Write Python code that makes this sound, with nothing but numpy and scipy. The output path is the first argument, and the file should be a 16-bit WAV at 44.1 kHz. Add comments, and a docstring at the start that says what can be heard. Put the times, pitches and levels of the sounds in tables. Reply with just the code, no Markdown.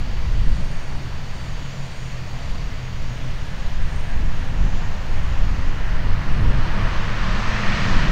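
"""A distant turboprop taxiing in the wind

A twin turboprop airliner taxis far off across a grass field. Its propellers drone and its turbines
hiss and whine; as it turns away, the air blown back by the propellers swells and brightens.
Wind buffets the microphone, a thin high buzz comes and goes close by, and a tiny motor,
probably in the lens, whirs faintly and stops."""
import sys
import numpy as np
from scipy import signal
from scipy.fft import rfft, irfft, next_fast_len
from scipy.io import wavfile
from scipy.ndimage import uniform_filter1d, map_coordinates

SR = 44100
rng = np.random.default_rng(int(sys.argv[2]) if len(sys.argv) > 2 else 0)


def unload_audio(sound):
    """Save the sound as a 16-bit wav file, at the path given as the first command line argument."""
    columns = np.transpose(np.atleast_2d(sound))
    # keep every value between -1 and 1, then stretch to whole-number steps
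    steps = np.round(np.clip(columns, -1, 1) * 32767)
    wavfile.write(sys.argv[1], SR, steps.astype(np.int16))


N = 357651


def undb(db):
    """Turn decibels into a number to multiply a sound by."""
    return 10 ** (np.asarray(db) / 20)


def unit(x):
    """Scale a sound to an average strength (rms) of 1."""
    return x / np.sqrt(np.mean(x ** 2))


def curves(table):
    """Join a table's timed points with straight lines, one curve for each value column."""
    times, *columns = np.transpose(table)
    return [np.interp(np.arange(N) / SR, times, column) for column in columns]


def wander(rate_hz):
    """A smooth random curve, about 1 in size, that changes about rate_hz times a second."""
    step = max(int(SR / rate_hz), 1)
    held = np.repeat(rng.standard_normal(N // step + 2), step)[rng.integers(step):][:N]
    return 1.35 * uniform_filter1d(uniform_filter1d(held, step), step)


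def swells(events, rest_db):
    """A volume curve: a resting level with a smooth hump for each (peak_s, length_s, level_db)."""
    t = np.arange(N) / SR
    humps = (undb(db) * .5 ** (2 * ((t - peak_s) / length_s) ** 2) for peak_s, length_s, db in events)
    return np.sqrt(undb(rest_db) ** 2 + sum(hump ** 2 for hump in humps))


def fade(at_s, length_s):
    """Fall from 1 to 0 over length_s, centred on at_s."""
    return np.clip(.5 - (np.arange(N) / SR - at_s) / length_s, 0, 1)


def noise(colour):
    """Noise of strength 1, shaped by (pitch_hz, level_db) points."""
    size = next_fast_len(N)
    bins_hz = np.maximum(np.fft.rfftfreq(size, 1 / SR), 1)
    hz, db = np.transpose(colour)
    gain = undb(np.interp(np.log(bins_hz), np.log(hz), db))
    return unit(irfft(rfft(rng.standard_normal(size)) * gain, size)[:N])


def resonate(x, hz, width_hz):
    """Make a sound ring in a narrow band around hz, at strength 1."""
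    b, a = signal.iirpeak(hz, hz / width_hz, fs=SR)
    return unit(signal.lfilter(b, a, signal.lfilter(b, a, x)))


def turning(hz):
    """The angle of something that turns hz times a second."""
    return 2 * np.pi * np.cumsum(hz) / SR


def eddies(colour, span_s):
    """The push of swirling air: noise evened out over span_s, ready to follow a gust."""
    swirl = noise(colour)
    return swirl / np.sqrt(uniform_filter1d(swirl ** 2, int(span_s * SR)))


# The breeze, with an early lull: time_s, relative_db
BREEZE_LEVELS = [(0, -26), (0.8, -27.5), (1.7, -34.5), (2.9, -34), (3.9, -27), (6.4, -24), (7.1, -25.5),
                 (8.11, -25)]
# Gusts on top of it: peak_s, length_s, thump_relative_db, flutter_relative_db
WIND_GUSTS = [(0.466, 0.23, -19.5, -33.5), (1.028, 0.085, -34, -41), (2.56, 0.19, -27.5, -41.5),
              (3.04, 0.058, -25.5, -46), (3.32, 0.078, -27.5, -47), (3.826, 0.25, -22.5, -45),
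              (4.251, 0.15, -19, -37.5), (4.645, 0.23, -21, -33), (5.344, 0.41, -22, -42),
              (6.056, 0.16, -22.5, -35.5), (6.46, 0.2, -19.5, -26.5), (6.754, 0.36, -30, -36),
              (7.975, .4, -24, -28.5)]
# The tone of the deep thumps and of the lighter flutter: pitch_hz, relative_db
THUMP_COLOUR = [(2, -13), (7, 0.5), (12, 0.5), (22, -7.5), (40, -12.5), (60, -18.5), (100, -24.5),
                (160, -39), (300, -68.5), (700, -108)]
FLUTTER_COLOUR = [(30, -12.5), (70, -1.5), (120, 3), (175, -1), (230, -7), (320, -13), (500, -24),
                  (1200, -70)]

def wind(thump_gain_db, flutter_gain_db, unrest_db):
    """Big swirls of air thump the microphone and small ones flutter across it."""
    breeze_db = curves(BREEZE_LEVELS)[0]
    flutter_rest_db = -21 + 0.64 * breeze_db  # small swirls grow more slowly than the breeze
    thump_level = swells([(s, length, db) for s, length, db, _ in WIND_GUSTS], breeze_db)
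    flutter_level = swells([(s, length, db) for s, length, _, db in WIND_GUSTS], flutter_rest_db)
    thumps = undb(thump_gain_db) * thump_level * eddies(THUMP_COLOUR, span_s=0.222)
    flutter = undb(flutter_gain_db) * flutter_level * eddies(FLUTTER_COLOUR, span_s=0.14)
    return undb(unrest_db * wander(10)) * (thumps + flutter)


# The two high notes that ring in the buzz: pitch_hz, width_hz, relative_db
BUZZ_RINGS = [(8600, 380, -4), (9100, 280, -11)]
# Bursts of buzzing: peak_s, length_s, level_db
BUZZ_BURSTS = [(0.7, 0.49, -62.5), (1.42, .24, -64), (1.98, .26, -63.5), (2.44, .2, -66), (3.35, .38, -67),
               (3.98, 0.2, -61), (4.4, .25, -69), (5.15, .2, -69), (6.43, .22, -68), (6.8, .3, -70)]

def high_buzz(tick_hz, jitter, rasp):
    """Fast, scratchy ticks ring two high notes, perhaps an insect in the grass."""
    cycles = turning(tick_hz * (1 + jitter * wander(22))) / (2 * np.pi)
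    samples_from_tick = (np.mod(cycles, 1) - .5) * SR / tick_hz
    ticks = np.exp(-samples_from_tick ** 2 / 2)
    scratch = np.sin(np.pi * cycles) ** 4 * rng.standard_normal(N)
    ring = sum(undb(db) * resonate(ticks + rasp * scratch, hz, width) for hz, width, db in BUZZ_RINGS)
    return swells(BUZZ_BURSTS, rest_db=-74) * unit(ring)


# The tones of the gears: multiple_of_motor_speed, relative_db
GEAR_TONES = [(34, -3), (36, 6.5), (38, 5), (40, 0), (41, 10), (42, -7), (43, 7), (44, -6), (45, 3),
              (47, -1)]
# Moments when the whir grows louder: peak_s, length_s, level_db
WHIR_SWELLS = [(0.6, 0.27, -59), (1.75, .9, -57), (4.72, .22, -55.5)]

def small_motor(spin_hz, wobble, wobble_hz, flicker_db, stop_s):
    """Tiny gears whir, then stop; their speed wobbles with each turn of a slow wheel."""
    hz = spin_hz - 2.5 * (1 - fade(at_s=6.6, length_s=.2))
    drift = .001 * wander(2)
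    wheel = np.sin(turning(wobble_hz * (1 + 0.209 * wander(5))))
    jitter = 0.003 * wander(60)
    angle = turning(hz * (1 + drift + wobble * wheel + jitter))
    whir = sum(undb(db + flicker_db * wander(22.25)) * np.sin(k * angle + rng.uniform(0, 2 * np.pi))
               for k, db in GEAR_TONES)
    return swells(WHIR_SWELLS, rest_db=-60) * fade(stop_s, length_s=.06) * unit(whir)


# How far the aircraft has turned its tail to us: time_s, share (0 to 1)
TAIL_TURN = [(0, 0.06), (3.15, 0.01), (4.8, 0.26), (6.05, .42), (6.65, 0.67), (7.1, 0.83), (7.8, 1),
             (8.11, .95)]

def tail_on(narrowness):
    """How much of a backward beam of sound points at us; a narrow beam arrives late in the turn."""
    return np.maximum(curves(TAIL_TURN)[0], 0) ** narrowness


def beamed(side_db, rise_db, narrowness):
    """The volume of a noise that grows as the tail swings round."""
    return undb(side_db + rise_db * tail_on(narrowness))


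def ground_echo(direct, delay_s, side_share, tail_share):
    """A duller copy bounces off the ground and arrives just late, colouring the sound."""
    late = map_coordinates(direct, [np.arange(N) - SR * delay_s], order=1)
    dull = signal.sosfilt(signal.butter(1, 5000, fs=SR, output="sos"), late)
    share = side_share + (tail_share - side_share) * tail_on(narrowness=6.7)
    return direct + share * dull


def open_air(x, shimmer_db, band_count=12):
    """Restless air on the long way to us makes each half octave swell and fade."""
    size = next_fast_len(N)
    spectrum = rfft(x, size)
    bins_hz = np.maximum(np.fft.rfftfreq(size, 1 / SR), 1)
    place = np.clip(2 * np.log2(bins_hz / 200), 0, band_count - 1)  # half octaves above 200 Hz
    bands = (irfft(spectrum * np.maximum(1 - abs(place - k), 0), size)[:N] for k in range(band_count))
    return sum(band * undb(shimmer_db * wander(8)) for band in bands)


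# Engine duct notes that sweep past us in the turn: peak_s, length_s, level_db, pitch_hz, width_hz
DUCT_NOTES = [(4.02, 0.88, -46.5, 1660, 350), (5.1, 1.3, -49.5, 813, 220)]

def compressor(whine_hz, whine_db, whine_ends_s):
    """The engine's blades whine until the intakes turn away; its air ducts ring at lower pitches."""
    whine = resonate(rng.standard_normal(N), whine_hz, width_hz=205)
    ducts = sum(swells([(s, length, db)], rest_db=-59.5) * resonate(rng.standard_normal(N), hz, width)
                for s, length, db, hz, width in DUCT_NOTES)
    return undb(whine_db) * fade(whine_ends_s, length_s=.3) * whine + ducts


# The tone of the exhaust, the propeller wash and the turbines: pitch_hz, relative_db
EXHAUST_COLOUR = [(100, -2.5), (300, -7.5), (470, 0), (640, 0.5), (780, -2), (950, -3), (1300, -14),
                  (2500, -56)]
WASH_COLOUR = [(480, -14.5), (630, -3.5), (780, -6), (950, 1.8), (1100, 2), (1250, 1), (1400, 1),
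               (1600, 0.1), (1850, 1), (2200, -6), (2500, -7), (2950, -8.5), (3700, -22.5), (8000, -68)]
TURBINE_COLOUR = [(1200, -16.5), (2000, 3.5), (2900, 2), (3700, -1.5), (4400, -2), (5200, -5.5),
                  (6000, -7.5), (6700, -10.5), (7200, -16.5), (7900, -19), (8800, -29), (10000, -41),
                  (13000, -62)]
# How each is aimed backwards: side_on_db, tail_on_rise_db, narrowness
EXHAUST_AIM = (-44, 8.4, 1.12)
WASH_AIM = (-44.5, 16.76, 0.96)
TURBINE_AIM = (-44, 11.8, 3.8)

def rushing_air(chop):
    """The exhaust roars, the turbines hiss, and the blades lightly chop the air they blow back."""
    blade_hz = curves(FIRST_PROPELLER)[0]
    blades = 1 + chop * np.cos(turning(blade_hz))
    roar = beamed(*EXHAUST_AIM) * noise(EXHAUST_COLOUR)
    wash = beamed(*WASH_AIM) * noise(WASH_COLOUR) * blades
    hiss = beamed(*TURBINE_AIM) * noise(TURBINE_COLOUR)
    return roar + wash + hiss


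def propeller(course, tones, waver, scatter):
    """Passing blades make a drone; swirling air scatters it, so each tone beats and breaks up."""
    blade_hz, level_db = curves(course)
    angle = turning(blade_hz * (1 + waver * wander(14)))
    drone = np.zeros(N)
    for multiple, db in tones:
        scattered = scatter * (wander(18) + 1j * wander(18))  # shifts both strength and timing
        drone += (undb(db) * (1 + scattered) * np.exp(1j * multiple * angle)).imag
    return undb(level_db) * unit(drone)


# Each propeller's pitch (blades passing per second) and loudness: time_s, pitch_hz, level_db
FIRST_PROPELLER = [(0, 84.9, -43.5), (2.5, 84.7, -37), (3.3, 82.5, -39.5), (4.2, 76.64, -30.5),
                   (4.7, 81.2, -35.5), (5.9, 87.07, -38), (6.45, 95, -29), (7.2, 109, -32),
                   (7.55, 113.7, -27), (8.11, 113.1, -37)]
SECOND_PROPELLER = [(0, 65, -40.5), (.85, 65.3, -35.5), (2.1, 64.5, -34.5), (3.3, 62.3, -33.5),
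                    (3.6, 61, -41.5), (5.2, 59, -51), (6.4, 74, -38), (7.2, 93.1, -39.5), (7.7, 99.5, -34),
                    (8.11, 98, -30.5)]
# The tones in each drone: multiple_of_pitch, relative_db
FIRST_TONES = [(1, 2), (2, -6), (3, -16.5), (4, -28)]
SECOND_TONES = [(1, -12), (2, 2.5), (3, -51), (4, -19)]

def twin_propellers():
    """Two propellers drone at different pitches, and both speed up late in the turn."""
    first = propeller(FIRST_PROPELLER, FIRST_TONES, waver=0.0139, scatter=0.75)
    second = propeller(SECOND_PROPELLER, SECOND_TONES, waver=0.0141, scatter=0.82)
    return first + second


def scene():
    """The distant aircraft, with the wind and the small near sounds in front of it."""
    drone = twin_propellers()
    engines = rushing_air(chop=0.079) + compressor(whine_hz=4560, whine_db=-55.5, whine_ends_s=3.1)
    echoed = ground_echo(engines, delay_s=1 / 614, side_share=0.025, tail_share=0.1)
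    far_engines = open_air(echoed, shimmer_db=0.67)
    buzz = high_buzz(tick_hz=103.15, jitter=.0014, rasp=0.098)
    whir = small_motor(spin_hz=162.6, wobble=0.0065, wobble_hz=6.8, flicker_db=3, stop_s=5.79)
    gusts = wind(thump_gain_db=7.0, flutter_gain_db=3.5, unrest_db=0.73)
    return (gusts + buzz + whir + far_engines + drone)[None]


def record(dry):
    """The microphone adds a faint, even hiss, and the highest treble is cut off."""
    hiss = undb(-62) * rng.standard_normal(dry.shape)
    treble_cut = signal.ellip(14, .1, 80, 15650, fs=SR, output="sos")
    return signal.sosfilt(treble_cut, dry + hiss)


dry = scene()
out = record(dry)
unload_audio(out)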